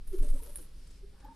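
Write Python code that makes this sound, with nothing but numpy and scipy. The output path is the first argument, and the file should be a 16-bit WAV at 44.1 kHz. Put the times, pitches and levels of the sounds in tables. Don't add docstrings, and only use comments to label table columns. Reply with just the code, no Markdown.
import sys
import numpy as np
from scipy import signal
from scipy.fft import rfft, irfft
from scipy.io import wavfile

SR = 44100
rng = np.random.default_rng(int(sys.argv[2]) if len(sys.argv) > 2 else 0)


def waveform_to_disk(signal):
    frames = np.transpose(np.atleast_2d(signal))
    scaled = np.clip(frames, -1, 1) * 32767
    samples = np.round(scaled).astype(np.int16)
    wavfile.write(sys.argv[1], SR, samples)


N = 59535
T = np.arange(N) / SR


def from_db(db):
    return 10 ** (np.asarray(db) / 20)


def rms_one(x):
    return x / np.sqrt(np.mean(x ** 2) + 1e-20)


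def in_time(rows):
    time_s, *columns = np.transpose(rows)
    return [np.interp(T, time_s, column) for column in columns]


def coloured(x, points):
    hz, db = np.transpose(points)
    bins_hz = np.maximum(np.arange(N // 2 + 1) * SR / N, 1)
    gain_db = np.interp(np.log(bins_hz), np.log(hz), db)
    return irfft(rfft(x) * from_db(gain_db), N)


def stereo_noise(spectrum, texture=1):
    # (frequency [Hz], side minus mid [dB])
    side_gain = [(30, -28.5), (60, -23.5), (130, -12), (500, -4.5), (3000, -6.5), (10000, -6.5)]
    mid, side = rng.standard_normal((2, N)) * texture
    stereo = mid + coloured(side, side_gain) * [[1], [-1]]
    return rms_one(coloured(stereo, spectrum))


def drift(corner_hz):
    r = np.exp(-2 * np.pi * corner_hz / SR)
    wander = signal.lfilter([1], [1, -2 * r, r * r], rng.standard_normal(2 * N))
    return rms_one(wander[N:])


def gate(start_s, length_s, attack_s, release_s):
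    rise = np.clip((T - start_s) / attack_s, 0, 1)
    fall = np.clip(1 - (T - start_s - length_s) / release_s, 0, 1)
    return np.sin(np.pi / 2 * rise * fall) ** 2


def tone(hz, rough):
    tremble_hz, jitter = 37.5, 0.041
    pitch_hz = hz * (1 + jitter * rough * drift(tremble_hz))
    phase = 2 * np.pi * np.cumsum(pitch_hz) / SR
    return rms_one(np.sin(phase) * (1 + rough * drift(tremble_hz)))


def hoots():
    # (start [s], length [s], start pitch [Hz], end pitch [Hz], level [dB],
    # lead-in [s], hum level [dB])
    hoot_rows = [(.125, .027, 394, 366, -32.5, .018, -53), (1.022, .029, 402, 392, -53.5, .06, -62)]
    attack_s, release_s, start_db = 0.015, 0.0086, -8.5
    lead_hz, lead_db = 420, -21.5
    hum_hz, hum_s, hum_release_s = 407, 0.0318, 0.0083
    out = np.zeros(N)
    for start_s, length_s, from_hz, to_hz, db, lead_s, hum_db in hoot_rows:
        end_s = start_s + length_s
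        lead_start_s = start_s - lead_s
        hz = np.interp(T, [lead_start_s, start_s, end_s, end_s + hum_s], [lead_hz, from_hz, to_hz, hum_hz])
        lead = from_db(lead_db) * gate(lead_start_s, lead_s, attack_s, release_s)
        swell = from_db(np.interp(T, [start_s, end_s], [start_db, 0]))
        swell *= gate(start_s, length_s - release_s / 2, attack_s, release_s)
        hum = from_db(hum_db) * gate(start_s, length_s + hum_s, length_s, hum_release_s)
        out += (from_db(db) * (lead + swell) + hum) * tone(hz, rough=0.04)
    return out


def throaty_notes():
    # (start [s], length [s], pitch [Hz], level [dB], second pitch [Hz],
    # second level [dB], roughness [0-1])
    note_rows = [(0.197, 0.05, 272, -51, 425.6, -64, 0.01), (0.213, 0.057, 438.7, -56, 584, -57.5, .25),
                 (0.324, 0.032, 272, -52, 542, -54.5, 0.36), (0.389, 0.0073, 934, -60.5, 373, -73, .2),
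                 (0.415, 0.0287, 460, -54, 938, -70.5, 0.42), (.46, 0.044, 557, -62.5, 950, -73, 0.7),
                 (0.452, .035, 390, -61.5, 284.5, -61.5, 0.4), (0.572, .04, 500, -66, 330, -62, 0.79)]
    attack_s, release_s = 0.013, 0.031
    out = np.zeros(N)
    for start_s, length_s, hz, db, second_hz, second_db, rough in note_rows:
        first = from_db(db) * tone(hz, rough)
        second = from_db(second_db) * tone(second_hz, 2 * rough)
        out += gate(start_s, length_s, attack_s, release_s) * (first + second)
    return out


def thin_call():
    # (time [s], pitch [Hz], level [dB], undertone level [dB], halo level [dB])
    call_curve = [(1.13, 800, -78, -80, -73.5), (1.205, 802, -81, -86, -73),
                  (1.228, 833.5, -73, -71, -63.5), (1.243, 793, -60.5, -60, -65.5),
                  (1.253, 864, -48, -56, -73), (1.262, 882, -62, -64, -59), (1.272, 850, -66, -65, -65),
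                  (1.287, 868, -51.5, -59, -62), (1.297, 928, -54.5, -56.5, -82),
                  (1.326, 907, -53, -65.5, -72), (1.345, 908, -72, -70, -80.5)]
    # (frequency [Hz], relative density [dB])
    halo_spectrum = [(400, -7), (540, 5), (680, -14), (850, 1.5), (1100, -0.5), (1300, -7), (1550, -0.5),
                     (1780, -3), (2100, -32), (4000, -48)]
    hz, db, under_db, halo_db = in_time(call_curve)
    call = from_db(db) * tone(hz, rough=0.13)
    undertone = from_db(under_db) * tone(274.1, rough=0.8)
    halo = from_db(halo_db) * rms_one(coloured(rng.standard_normal(N), halo_spectrum))
    return (call + undertone + halo) * (T > call_curve[0][0])


def loft(x):
    t60_s, first_echo_s, tail_db = 0.39, 0.014, -7.5
    tail = rng.standard_normal((2, N)) * from_db(-60 * T / t60_s) * (T > first_echo_s)
    tail = rms_one(tail) / np.sqrt(N)
    return from_db(tail_db) * signal.fftconvolve(x[None], tail, axes=1)[:, :N]


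def feathers():
    # (time [s], crackle level before trim [dB], brushing level before trim [dB])
    rub_curve = [(.02, -77, -84), (.055, -70, -87), (.08, -59, -69), (.115, -59, -65), (.135, -58.5, -60),
                 (.3, -58, -65), (.44, -56.5, -59), (.53, -57, -59.5), (.55, -55.5, -60.5),
                 (.59, -54, -61.5), (.635, -56, -59.5), (.68, -68.5, -62), (.9, -76.5, -81),
                 (1.185, -76.5, -79), (1.203, -74, -64.5), (1.3, -79.5, -80), (1.35, -75, -62)]
    # (start [s], length [s], brushing level [dB], rasp pitch [Hz], rasp level [dB])
    stroke_rows = [(.071, 0.0064, -66.5, 11700, -66), (0.126, 0.03, -65, 11200, -71),
                   (0.18, 0.014, -62, 11400, -60), (0.223, 0.022, -59.5, 8460, -58),
                   (0.249, 0.023, -66, 8900, -63), (0.281, 0.026, -61, 8650, -60),
                   (0.331, 0.062, -66.5, 8400, -64), (0.423, 0.023, -68, 11750, -58),
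                   (0.457, 0.013, -66, 11200, -62), (0.491, 0.0093, -64, 10600, -57.5),
                   (0.583, 0.014, -62.5, 9900, -59), (.869, 0.0069, -66, 8170, -69.5),
                   (0.903, 0.01, -66.5, 7400, -68), (1.2, 0.0046, -66.5, 8500, -73),
                   (1.243, 0.0072, -67, 12400, -71)]
    # (frequency [Hz], relative density [dB])
    crackle_spectrum = [(5000, -13.5), (7300, -12), (9300, 2), (10700, 2.5), (11800, 0.5), (13400, -7.5),
                        (14600, -50)]
    brush_spectrum = [(150, 8.5), (450, 12), (700, 1), (1200, 4.5), (2000, -1.5), (4500, -1.5),
                      (7000, -2.5), (12000, -32)]
    crackle_trim_db, brush_trim_db = -3.5, -6.5
    grains_per_s, grain_spread_db, smooth_share = 2500, 0.5, 1
    attack_s, release_s, rasp_width_hz = 0.0024, 0.014, 1070

    crackle_db, brush_db = in_time(rub_curve)
    grain_db = grain_spread_db * np.minimum(rng.exponential(1, N), 4)
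    grains = (rng.random(N) < grains_per_s / SR) * from_db(grain_db)
    texture = rms_one(grains) + smooth_share
    crackle = from_db(crackle_db + crackle_trim_db) * stereo_noise(crackle_spectrum, texture)
    pressure = from_db(brush_db + brush_trim_db)
    for start_s, length_s, db, rasp_hz, rasp_db in stroke_rows:
        stroke = gate(start_s, length_s, attack_s, release_s)
        band = [(rasp_hz - 2 * rasp_width_hz, -40), (rasp_hz - rasp_width_hz / 2, 0),
                (rasp_hz + rasp_width_hz / 2, 0), (rasp_hz + 2 * rasp_width_hz, -30)]
        crackle += from_db(rasp_db) * stroke * stereo_noise(band, texture)
        pressure += from_db(db) * stroke
    return crackle + pressure * stereo_noise(brush_spectrum, texture)


def feather_snaps():
    # (time [s], starting level [dB], decay time constant [s])
    snap_rows = [(.076, -51, .005), (.2275, -52, .004), (.303, -50, .006), (.4342, -45, .003),
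                 (.5578, -30.5, .0012), (.5622, -36, .0016), (.566, -47, .015), (.5728, -40, .0012),
                 (.615, -53, .009), (.872, -65, .004), (.91, -67, .006)]
    low_hz, high_hz, crack_db, side_share = 9360, 11320, -13.5, 0.25
    strength = np.zeros(N)
    for start_s, db, decay_s in snap_rows:
        strength += from_db(db) * (T >= start_s) * np.exp(-np.abs(T - start_s) / decay_s)
    mid, side = rng.choice([-1, 1], (2, N))
    burst = strength * (mid + side_share * side * [[1], [-1]])
    band = signal.butter(2, [low_hz, high_hz], "band", fs=SR, output="sos")
    ring = signal.sosfilt(band, burst + 1e-18)
    ring *= np.sqrt(SR / 2 / (high_hz - low_hz))
    return ring + from_db(crack_db) * burst


def handling_rumble():
    # (time [s], level before trim [dB])
    handling_curve = [(.02, -36.5), (.06, -41), (.095, -19), (.15, -37), (.21, -17), (.255, -31),
                      (.325, -15.5), (.385, -31.5), (.45, -33), (.52, -35.5), (.575, -34.5), (.64, -46),
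                      (.9, -45), (1.35, -63)]
    # (frequency [Hz], relative density [dB])
    rumble_spectrum = [(10, -16), (17, 12.5), (26, -7), (38, -21.5), (52, -26), (70, -34.5), (120, -51),
                       (300, -92)]
    trim_db = -2
    return from_db(in_time(handling_curve)[0] + trim_db) * stereo_noise(rumble_spectrum)


def background():
    # (frequency [Hz], relative density [dB])
    air_spectrum = [(25, -1), (45, 6.5), (70, -8.5), (110, -16), (170, -16.5), (300, -26), (480, -31),
                    (750, -38.5), (1300, -39), (2200, -40), (4000, -39), (5300, -39), (6500, -47.5),
                    (9500, -43), (12000, -85), (15000, -53.5)]
    rustle_spectrum = [(150, 12), (400, 8), (700, -8), (1900, -3.5), (4300, -3), (5300, 3), (6000, -4.5),
                       (9500, -5.5), (14000, -19)]
    air_db, rustle_db = -50, -65.5
    start_s, length_s, fade_s = 0.708, 0.25, 0.093
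    air = from_db(air_db) * stereo_noise(air_spectrum)
    rustle = from_db(rustle_db) * gate(start_s, length_s, fade_s, fade_s) * stereo_noise(rustle_spectrum)
    return air + rustle


def scene():
    calls = hoots() + throaty_notes() + thin_call()
    handling = feathers() + feather_snaps() + handling_rumble()
    return calls + loft(calls) + handling + background()


def record(dry):
    stop_hz = 15700
    return signal.sosfilt(signal.cheby2(16, 60, stop_hz, fs=SR, output="sos"), dry)


dry = scene()
out = record(dry)
waveform_to_disk(out)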